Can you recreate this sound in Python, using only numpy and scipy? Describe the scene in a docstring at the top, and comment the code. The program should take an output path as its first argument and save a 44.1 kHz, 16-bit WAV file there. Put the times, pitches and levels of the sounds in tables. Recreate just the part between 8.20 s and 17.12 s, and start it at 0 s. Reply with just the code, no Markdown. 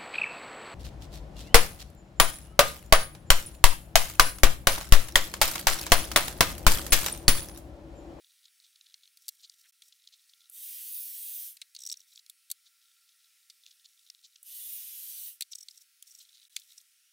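"""A workbench where wires are soldered and sleeved, all in fast motion: every sound is tiny, short, bright.
Wires rustle and scuff, tools click and jolt the bench, a heat gun blows twice over the shrink tubing,
and the flexible arm of a clamp stand creaks as its coils slip. A thin room hiss lies under it all,
and twice the whole sound drops out for an instant."""
import sys
import numpy as np
from scipy import signal
from scipy.fft import rfft, irfft, next_fast_len
from scipy.io import wavfile
from scipy.ndimage import uniform_filter1d, map_coordinates

SR = 44100
rng = np.random.default_rng(int(sys.argv[2]) if len(sys.argv) > 2 else 0)


def wav_record(signal):
    """Record a signal, one row per channel, as 16-bit PCM in the file named by sys.argv[1]."""
    frames = np.transpose(np.atleast_2d(signal))
    bounded = np.clip(frames, -1, 1)
    # unit amplitude maps onto the largest positive 16-bit level
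    quanta = np.round(bounded * 32767).astype(np.int16)
    wavfile.write(sys.argv[1], SR, quanta)


N = 393372
TIME = np.arange(N) / SR
SHORT = np.arange(4096) / SR  # time axis of one burst
TOP_HZ = 15850

# spells of handling: start/s, end/s, wire rustle/dB, sleeve slide/dB
HANDLING = [(0.003, 0.3, -70.5, -83.5), (0.393, 0.89, -69.5, -82), (0.985, 1.507, -73.5, -66.5),
            (1.618, 1.701, -65.5, -60), (1.694, 2.28, -72, -75), (3.563, 3.85, -61.5, -70.5),
            (3.86, 4.006, -74, -65), (4.602, 5.26, -75.5, -88.5), (5.415, 6.192, -70, -72.5),
            (7.3, 7.644, -78.5, -63), (7.856, 8.043, -83, -59), (8.014, 8.262, -69, -71),
            (8.315, 8.626, -68, -63)]
# spectrum of rubbing wire: f/Hz, level/dB
RUB_SPECTRUM = [(300, -46), (900, -33), (2000, -17), (3300, -3), (5300, -5), (6600, -0.5), (8000, -8),
                (12000, -22), (16000, -22.5)]
# spectrum of sliding friction: f/Hz, level/dB
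SLIDE_SPECTRUM = [(300, -45.5), (1000, -46.5), (2400, -16), (3600, -10), (5700, -3), (8000, -1),
                  (9800, -4.5), (12500, -3.5), (15500, -5.5)]
# resonances of the clamp arm: f/Hz, width/Hz, level/dB
ARM_MODES = [(3840, 240, -10), (4360, 110, -13), (5620, 210, 1), (8080, 120, -4.5), (8920, 78, -12),
             (10500, 300, -24), (14600, 300, -14)]
# hard tool contacts: t/s, level/dB, ring/Hz, crack over ring/dB, hollow knock over level/dB, t60/s
TOOL_HITS = [(0.742, -45, 4680, -24, -26, 0.0073), (0.972, -51.5, 4770, -2, -18, 0.02),
             (1.082, -34, 4700, 3, -32, 0.017), (1.0884, -32, 4680, 2, -38, 0.017),
             (1.6207, -48, 3660, -7, -14, 0.017), (3.3686, -48, 4450, -3, -11.5, 0.025),
             (3.416, -37, 3970, -8, -11, 0.029), (3.5493, -42.5, 4270, -6, -43, 0.025),
             (3.5639, -37.5, 4630, -26, -38, 0.017), (4.0634, -53, 5000, -4, -24, 0.0089),
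             (4.0977, -42, 3650, 3, -41, 0.02), (4.3013, -38, 3860, 3, -29, 0.024),
             (4.3141, -28, 4430, 6, -33, 0.023), (5.2995, -44, 4800, -13, -22, 0.034),
             (5.9, -41.5, 5400, -14, -27, 0.01), (7.2085, -30.5, 3970, 3, -13.5, 0.022),
             (7.2214, -28.5, 4100, -6, -17.5, 0.023), (7.4848, -40, 4220, -16, -27, 0.016),
             (7.8251, -44.5, 3330, 5.5, -29, 0.018), (8.3635, -32, 4300, -30, -14, .006),
             (8.366, -30.5, 3670, -1.5, -8.5, 0.0045), (8.3702, -46, 4500, -5, -9, 0.05),
             (8.3977, -49.5, 5630, 0, -21, 0.023)]
# spectrum of a hard crack: f/Hz, level/dB
CRACK_SPECTRUM = [(300, -77), (1200, -33), (3000, -29), (6000, -5.5), (7800, 0.5), (11000, -1), (13800, -4),
                  (15300, -2.5), (16500, -9.5)]
# heat gun blasts: on/s, off/s, nozzle hiss/dB, fan rush/dB
BLASTS = [(2.298, 3.279, -43.5, -53.5), (6.2296, 7.083, -44.5, -53)]


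def amp(db):
    """Decibels to gain."""
    return 10 ** (np.asarray(db) / 20)


def unit(x):
    """Scale to rms 1."""
    return x / np.sqrt(np.mean(x ** 2) + 1e-20)


def shape(points):
    """An EQ curve through (f/Hz, level/dB) points on a log axis."""
    f, db = np.transpose(points)
    return lambda hz: amp(np.interp(np.log(hz + 1), np.log(f), db))


def modes(rows):
    """Causal response of (f/Hz, width/Hz, level/dB) resonances of alternating polarity."""
    return lambda f: sum((-1) ** k * amp(db) * 1j * f * width / (hz * hz - f * f + 1j * f * width)
                         for k, (hz, width, db) in enumerate(rows))


def filtered(x, response):
    """Pass x through a frequency response."""
    n = x.shape[-1]
    padded = next_fast_len(n + 2048)
    return irfft(rfft(x, padded) * response(np.fft.rfftfreq(padded, 1 / SR)), padded)[..., :n]


def noise(response):
    """Coloured noise of rms 1."""
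    return unit(filtered(rng.standard_normal(N), response))


def band(hz, width_hz):
    """A band of noise; a narrow one sounds like a wavering tone."""
    return noise(lambda f: modes([(hz, width_hz, 0)])(f) ** 2)


def wobble(rate):
    """A smooth random curve with rate knots a second."""
    return map_coordinates(rng.standard_normal(int(N * rate / SR) + 4), [TIME * rate])


def humps(rows):
    """A smooth level ride in dB, one hump for each (middle/s, rise/dB, length/s)."""
    return sum(db * np.exp(-((TIME - s) / length) ** 2) for s, db, length in rows)


def shimmer(x, depth_db):
    """Narrow bands of the hiss waver up and down at random, giving a faintly tonal shimmer."""
    bands = signal.stft(x, nperseg=512)[2]
    ripple = uniform_filter1d(rng.standard_normal(bands.shape), size=3, axis=0)
    ripple = unit(uniform_filter1d(ripple, size=28, axis=1))
    return unit(signal.istft(bands * amp(depth_db * ripple), nperseg=512)[1][:N])


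def burst(envelope, response, grain):
    """A cluster of micro-impacts through a body, with the energy of 5 ms at rms 1."""
    impacts = rng.standard_normal(len(SHORT)) * np.exp(grain * rng.standard_normal(len(SHORT)))
    x = filtered(impacts * envelope, response)
    return x * np.sqrt(.005 * SR / (np.sum(x ** 2) + 1e-20))


def swell(length):
    """A short rise and fall around the middle of a burst."""
    return np.exp(-2 * ((SHORT - SHORT.mean()) / length) ** 2)


def add(track, s, x):
    """Mix x into the track from time s."""
    part = track[max(round(s * SR), 0):][:len(x)]
    part += x[:len(part)]


def place(x, pan_db):
    """Pan a sound; pan_db is left over right."""
    return x * amp([[pan_db / 2], [-pan_db / 2]])


def room_tone(hiss_db=-67.0, side_db=-83, low_tone_db=-91.5, whistle_db=-87, whistle_hz=13440):
    """Thin hiss, widest in the treble, with a few wavering tones and a faint steady whistle."""
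    # hiss in the centre: f/Hz, level/dB
    mid_spectrum = [(30, -34.5), (300, -31.5), (700, -27.5), (1100, -19.5), (1550, -8.5), (2200, -3.5),
                    (3800, -1.5), (5800, -1), (7300, -4.5), (8600, 0), (9800, -3.5), (10500, -0.5),
                    (11400, -6), (15800, -4)]
    # hiss at the sides: f/Hz, level/dB
    side_spectrum = [(30, -30), (300, -28), (1000, -17), (2000, -24.5), (5000, -25), (8500, -1.5),
                     (11000, 0.5), (15800, -5)]
    # faint tones and a band of hiss: f/Hz, width/Hz, level/dB
    faint_bands = [(1900, 23, -93), (5400, 75, -85.5), (10500, 900, -82.5)]
    # swells of the low tone: middle/s, rise/dB, length/s
    low_swells = [(2.27, 11.5, 0.1), (4.72, 8, 0.5)]
    tones = sum(amp(db) * band(hz, width) for hz, width, db in faint_bands)
    tones += amp(low_tone_db + humps(low_swells)) * band(hz=1370, width_hz=85)
    tones += amp(whistle_db) * np.sqrt(2) * np.sin(2 * np.pi * whistle_hz * TIME)
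    hiss = amp(hiss_db + 1.2 * wobble(2)) * shimmer(noise(shape(mid_spectrum)), depth_db=1.5)
    return hiss + tones + amp(side_db) * noise(shape(side_spectrum)) * [[1], [-1]]


def handling_rustle(wire_clump_db=10.0, sleeve_clump_db=4, fade_s=0.011):
    """Fingers keep wires and sleeves moving: clumps of faint friction."""
    wire_gain, sleeve_gain = np.zeros((2, N))
    for start, end, rustle_db, slide_db in HANDLING:
        spell = np.clip(np.minimum(TIME - start, end - TIME) / fade_s, 0, 1)
        wire_gain += amp(rustle_db) * spell
        sleeve_gain += amp(slide_db) * spell
    clumps = lambda db: unit(amp(db * np.minimum(wobble(260) + .5 * wobble(45), 2.3)))
    wire = noise(lambda f: shape(RUB_SPECTRUM)(f) * modes([(3850, 800, 0)])(f))
    sleeve = unit(noise(shape(SLIDE_SPECTRUM)) + .5 * noise(modes(ARM_MODES)))
    return wire_gain * clumps(wire_clump_db) * wire + sleeve_gain * clumps(sleeve_clump_db) * sleeve


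def wire_scuffs(usual_hz=4100, width_hz=1000, faint_per_s=6, faint_length_s=0.0035):
    """A wire rubs for a few milliseconds; faint rubs come at random whenever it is handled."""
    # stronger rubs on fingers and bench: middle/s, level/dB, length/s, pitch/Hz
    strong_rubs = [(0.256, -58.5, 0.0044, 4180), (0.446, -61, .009, 4040), (0.612, -58, 0.0015, 3970),
                   (0.877, -62, 0.0014, 3920), (1.245, -50, 0.019, 4200), (1.298, -53, 0.0018, 4870),
                   (1.457, -65, 0.024, 2070), (1.725, -60, 0.0023, 3940), (1.875, -53, 0.0035, 4230),
                   (1.937, -57.5, 0.016, 4080), (2.137, -61.5, 0.0031, 3700), (3.7, -42.5, 0.0022, 4660),
                   (3.742, -50.5, 0.0034, 4170), (3.96, -55.5, .003, 4930), (3.977, -54.5, 0.0013, 3500),
                   (3.995, -57, .005, 4200), (4.469, -60, 0.019, 4170), (5.465, -54, 0.0014, 3950),
                   (5.513, -59, .006, 4000), (5.658, -55.5, 0.0076, 4350), (5.949, -60.5, 0.00089, 4230),
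                   (6.05, -53.5, 0.017, 4250), (6.16, -57, 0.0035, 3780), (7.334, -45.5, 0.0039, 3960),
                   (7.512, -55.5, 0.0049, 5130), (8.01, -54, 0.014, 3980), (8.148, -60.5, 0.0095, 4250)]
    rubs = list(strong_rubs)
    for start, end, rustle_db, _ in HANDLING:
        for slot in np.arange(start, end - 1 / faint_per_s, 1 / faint_per_s):
            louder, longer, higher = rng.standard_normal(3)
            s = slot + rng.random() / faint_per_s
            db = rustle_db + 5.5 + 2 * louder
            rubs.append((s, db, faint_length_s * np.exp(longer / 2), usual_hz * np.exp(0.1 * higher)))
    out = np.zeros(N)
    for s, db, length, pitch_hz in rubs:
        wire = modes([(pitch_hz, width_hz, 0)])
        rub = lambda f: shape(RUB_SPECTRUM)(f * usual_hz / pitch_hz)
        tone = burst(swell(length), lambda f: wire(f) * rub(f), grain=0.63)
        scrape = burst(swell(length), rub, grain=1.0)
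        add(out, s - SHORT.mean(), amp(db + 5.0) * tone + amp(db - 6.5) * scrape)
    return out


def tool_clicks(ring_width_hz=520, hollow_hz=2400, attack_s=0.00024, lead_s=0.008):
    """Each hard contact grazes, snaps, rings the tool, knocks its hollow body and shakes the stand."""
    # after-ring of the steel stand: f/Hz, width/Hz, level/dB
    stand_modes = [(2140, 110, -13), (2840, 100, -11), (3316, 120, -7), (3640, 100, -3), (4124, 110, 0),
                   (4500, 110, -2), (5825, 130, -8), (8670, 170, -6)]
    out = np.zeros(N)
    age = np.maximum(SHORT - lead_s, 0)
    snap = 1.8 * np.exp(-((age - .0003) / .00006) ** 2)
    for s, db, ring_hz, bright_db, hollow_db, t60 in TOOL_HITS:
        # the parts scrape just before they meet
        graze = 0.15 * amp(-60 * np.abs(SHORT - lead_s) / (0.32 * t60))
        envelope = graze + amp(-60 * age / t60) * (1 - np.exp(-age / attack_s))
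        tool = modes([(ring_hz, ring_width_hz, 0)])
        ring = burst(envelope, lambda f: tool(f) * shape(RUB_SPECTRUM)(f), grain=0.74)
        ring += amp(-6) * burst(envelope, modes(stand_modes), grain=0.18)
        hollow = modes([(hollow_hz, 600 + 2.9 / t60, 0)])  # a shorter knock is broader
        knock = burst(envelope, lambda f: hollow(f) ** 2, grain=0.51)
        # a heavy, hollow blow has a duller crack
        corner_hz = 4200 * amp(max(min(bright_db, 0) - hollow_db, 4))
        crack_eq = lambda f: shape(CRACK_SPECTRUM)(f) / np.hypot(1, (f / corner_hz) ** 2)
        crack = burst(envelope + snap, crack_eq, grain=0.15)
        contact = (amp(-3.0) * ring + amp(bright_db) * crack) / np.hypot(1, amp(bright_db))
        add(out, s - lead_s, amp(db) * (contact + amp(hollow_db - 2.5) * knock))
    return out


def thump(t60=0.019, corner_hz=600):
    """A soft push on the bench: low and without ring."""
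    return burst(amp(-60 * SHORT / t60), lambda f: 1 / (1 + (f / corner_hz) ** 2), grain=1.0)


def bench_thumps(switch_on_db=-84, switch_off_db=-74, spread=0.65):
    """Tool hits jolt the bench in step with their crack, hollow ones less; so does the gun's switch."""
    pushes = []
    for s, db, _, bright_db, hollow_db, _ in TOOL_HITS:
        crack_share = 1 / np.hypot(1, amp(-bright_db))
        pushes.append((s, amp(db - 43) * crack_share / (1 + 2.5 * amp(hollow_db))))
    for on, off, *_ in BLASTS:
        pushes += [(on, amp(switch_on_db)), (off, amp(switch_off_db))]
    mid, side = np.zeros((2, N))
    for s, gain in pushes:
        add(mid, s, gain * thump())
        add(side, s, gain * thump())
    return mid + spread * side * [[1], [-1]]


def switch_ticks(tick_db=-47, tick_hz=11500, width_hz=4500, t60=0.021):
    """The heat gun's switch ticks as it goes on."""
    out = np.zeros(N)
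    tick_eq = lambda f: modes([(tick_hz, width_hz, 0)])(f) * shape(CRACK_SPECTRUM)(f)
    for on, *_ in BLASTS:
        add(out, on, amp(tick_db) * burst(amp(-60 * SHORT / t60), tick_eq, grain=0.37))
    return out


def fan_envelopes(spin_up_s=0.035, coast_s=0.12):
    """The fan's speed 0-1 as it spins up and coasts down, and each blast's hiss and rush gains."""
    speed, hiss_gain, rush_gain = np.zeros((3, N))
    for on, off, hiss_db, rush_db in BLASTS:
        spin_up = 1 - np.exp(-np.maximum(TIME - on, 0) / spin_up_s)
        run = spin_up * np.clip(1 - (TIME - off) / coast_s, 0, 1)
        speed += run
        hiss_gain += amp(hiss_db) * (run > 0)
        rush_gain += amp(rush_db) * (run > 0)
    return speed, hiss_gain, rush_gain


def heat_gun(whine_hz=18600, spread=0.16):
    """The fan whines up out of hearing and coasts down; its speed drives the rush, jet and edge hiss."""
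    # rush of the fan: f/Hz, level/dB
    fan_spectrum = [(40, -51), (130, -46), (250, -48), (600, -35), (1100, -30), (1400, -17), (1950, -11.5),
                    (3000, 3), (4000, 2.5), (5000, 1), (6100, 5.5), (7400, -2), (10000, -1.5), (16000, -35)]
    # hiss of the nozzle: f/Hz, level/dB
    nozzle_spectrum = [(3000, -69.5), (7000, -15.5), (8200, -10), (8950, -4), (9600, -10), (10900, -4.5),
                       (12200, 0), (13300, -3.5), (14150, -5), (15700, -10.5)]
    # edge hiss where the jet hits the wire: f/Hz, level/dB
    edge_spectrum = [(5000, -58.5), (7800, -21.5), (8800, -13.5), (9600, -13.5), (10800, -11.5),
                     (12000, -14), (14100, -20), (14550, 0.5), (15000, 4.5), (15350, 4), (15700, -14.5)]
    # sweeps of the jet across wire and clamp: middle/s, edge hiss rise/dB, length/s
    sweeps = [(2.5, 5.5, .08), (2.77, 9.5, 0.095), (3.13, 9, 0.18), (6.525, 9.5, 0.1), (7.05, 8, 0.14)]
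    speed, hiss_gain, rush_gain = fan_envelopes()
    aim_db = humps(sweeps)
    air = lambda points: shimmer(noise(shape(points)), depth_db=2.3)
    wide_air = lambda points: air(points) + spread * noise(shape(points)) * [[1], [-1]]
    blade_hz = whine_hz * speed * (1 + 0.002 * wobble(400))
    whine = amp(-9) * np.sin(2 * np.pi * np.cumsum(blade_hz) / SR) * (blade_hz < TOP_HZ)
    nozzle = amp(0.21 * aim_db + 0.64 * wobble(50)) * wide_air(nozzle_spectrum)
    edge = speed ** 2 * amp(-8 + aim_db + .8 * wobble(60)) * wide_air(edge_spectrum)
    jet = place(hiss_gain * speed ** 1.9 * (nozzle + edge + whine), pan_db=-1.5)
    housing = amp(-27) * band(hz=1920, width_hz=14)
    draught = amp(-106) * band(hz=150, width_hz=170)
    return jet + speed ** 2.3 * (rush_gain * (air(fan_spectrum) + housing) + draught)


def arm_creaks(slip_s=0.0041, jitter_s=0.0022, scatter_db=0.5):
    """As the clamp arm bends, its coils slip one by one, ring its resonances and nudge its base."""
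    # bends of the arm: first slip/s, last slip/s, number of slips, first level/dB, last level/dB
    bends = [(3.589, 3.652, 5, -48.5, -43), (3.667, 3.674, 2, -37.5, -38.5), (3.691, 3.729, 4, -43, -34),
             (3.771, 3.804, 2, -49.5, -53), (7.321, 7.356, 2, -41.5, -38.5), (7.387, 7.431, 3, -48, -46.5),
             (7.576, 7.612, 2, -50.5, -58), (7.872, 7.991, 4, -53, -51.5), (8.578, 8.583, 2, -49, -54)]
    out = np.zeros(N)
    for start, end, slips, first_db, last_db in bends:
        for progress in np.linspace(0, 1, round(slips)):
            late, louder, longer = rng.standard_normal(3)
            s = start + progress * (end - start) + jitter_s * late
            db = first_db + progress * (last_db - first_db) + scatter_db * louder
            slip = swell(slip_s * np.exp(.35 * longer))
            ring = burst(slip, lambda f: modes(ARM_MODES)(f) * shape(SLIDE_SPECTRUM)(f), grain=0.41)
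            scrape = burst(slip, shape(SLIDE_SPECTRUM), grain=0.6)
            add(out, s - SHORT.mean(), amp(db + 1.5) * ring + amp(db - 7.5) * scrape)
            add(out, s, amp(db - 52) * thump())
    return out


def reflections(x, level_db=-18, t60=0.016, corner_hz=5000):
    """Nearby clutter scatters a little treble to either side."""
    tail = rng.standard_normal(len(SHORT)) * amp(-60 * SHORT / t60)
    scatter = filtered(tail, lambda f: f ** 2 / (f ** 2 + corner_hz ** 2))
    return amp(level_db) * signal.fftconvolve(x, scatter / np.linalg.norm(scatter))[:N] * [[1], [-1]]


def scene():
    """Everything happens close by and nearly dead centre."""
    air = room_tone() + heat_gun()
    bench = handling_rustle() + switch_ticks() + tool_clicks() + arm_creaks() + wire_scuffs()
    return air + bench + reflections(bench) + bench_thumps()


def record(dry):
    """The mix drops out twice, and a steep low-pass cuts the very top."""
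    # dropouts: start/s, end/s
    dropouts = [(1.510, 1.523), (8.283, 8.296)]
    gate = np.ones(N)
    for start, end in dropouts:
        gate[(TIME > start) & (TIME < end)] = amp(-33.5)
    gated = dry * uniform_filter1d(gate, size=64)
    return filtered(gated, lambda hz: 1 / (1 + (hz / TOP_HZ) ** 200))


dry = scene()
out = record(dry)
wav_record(out)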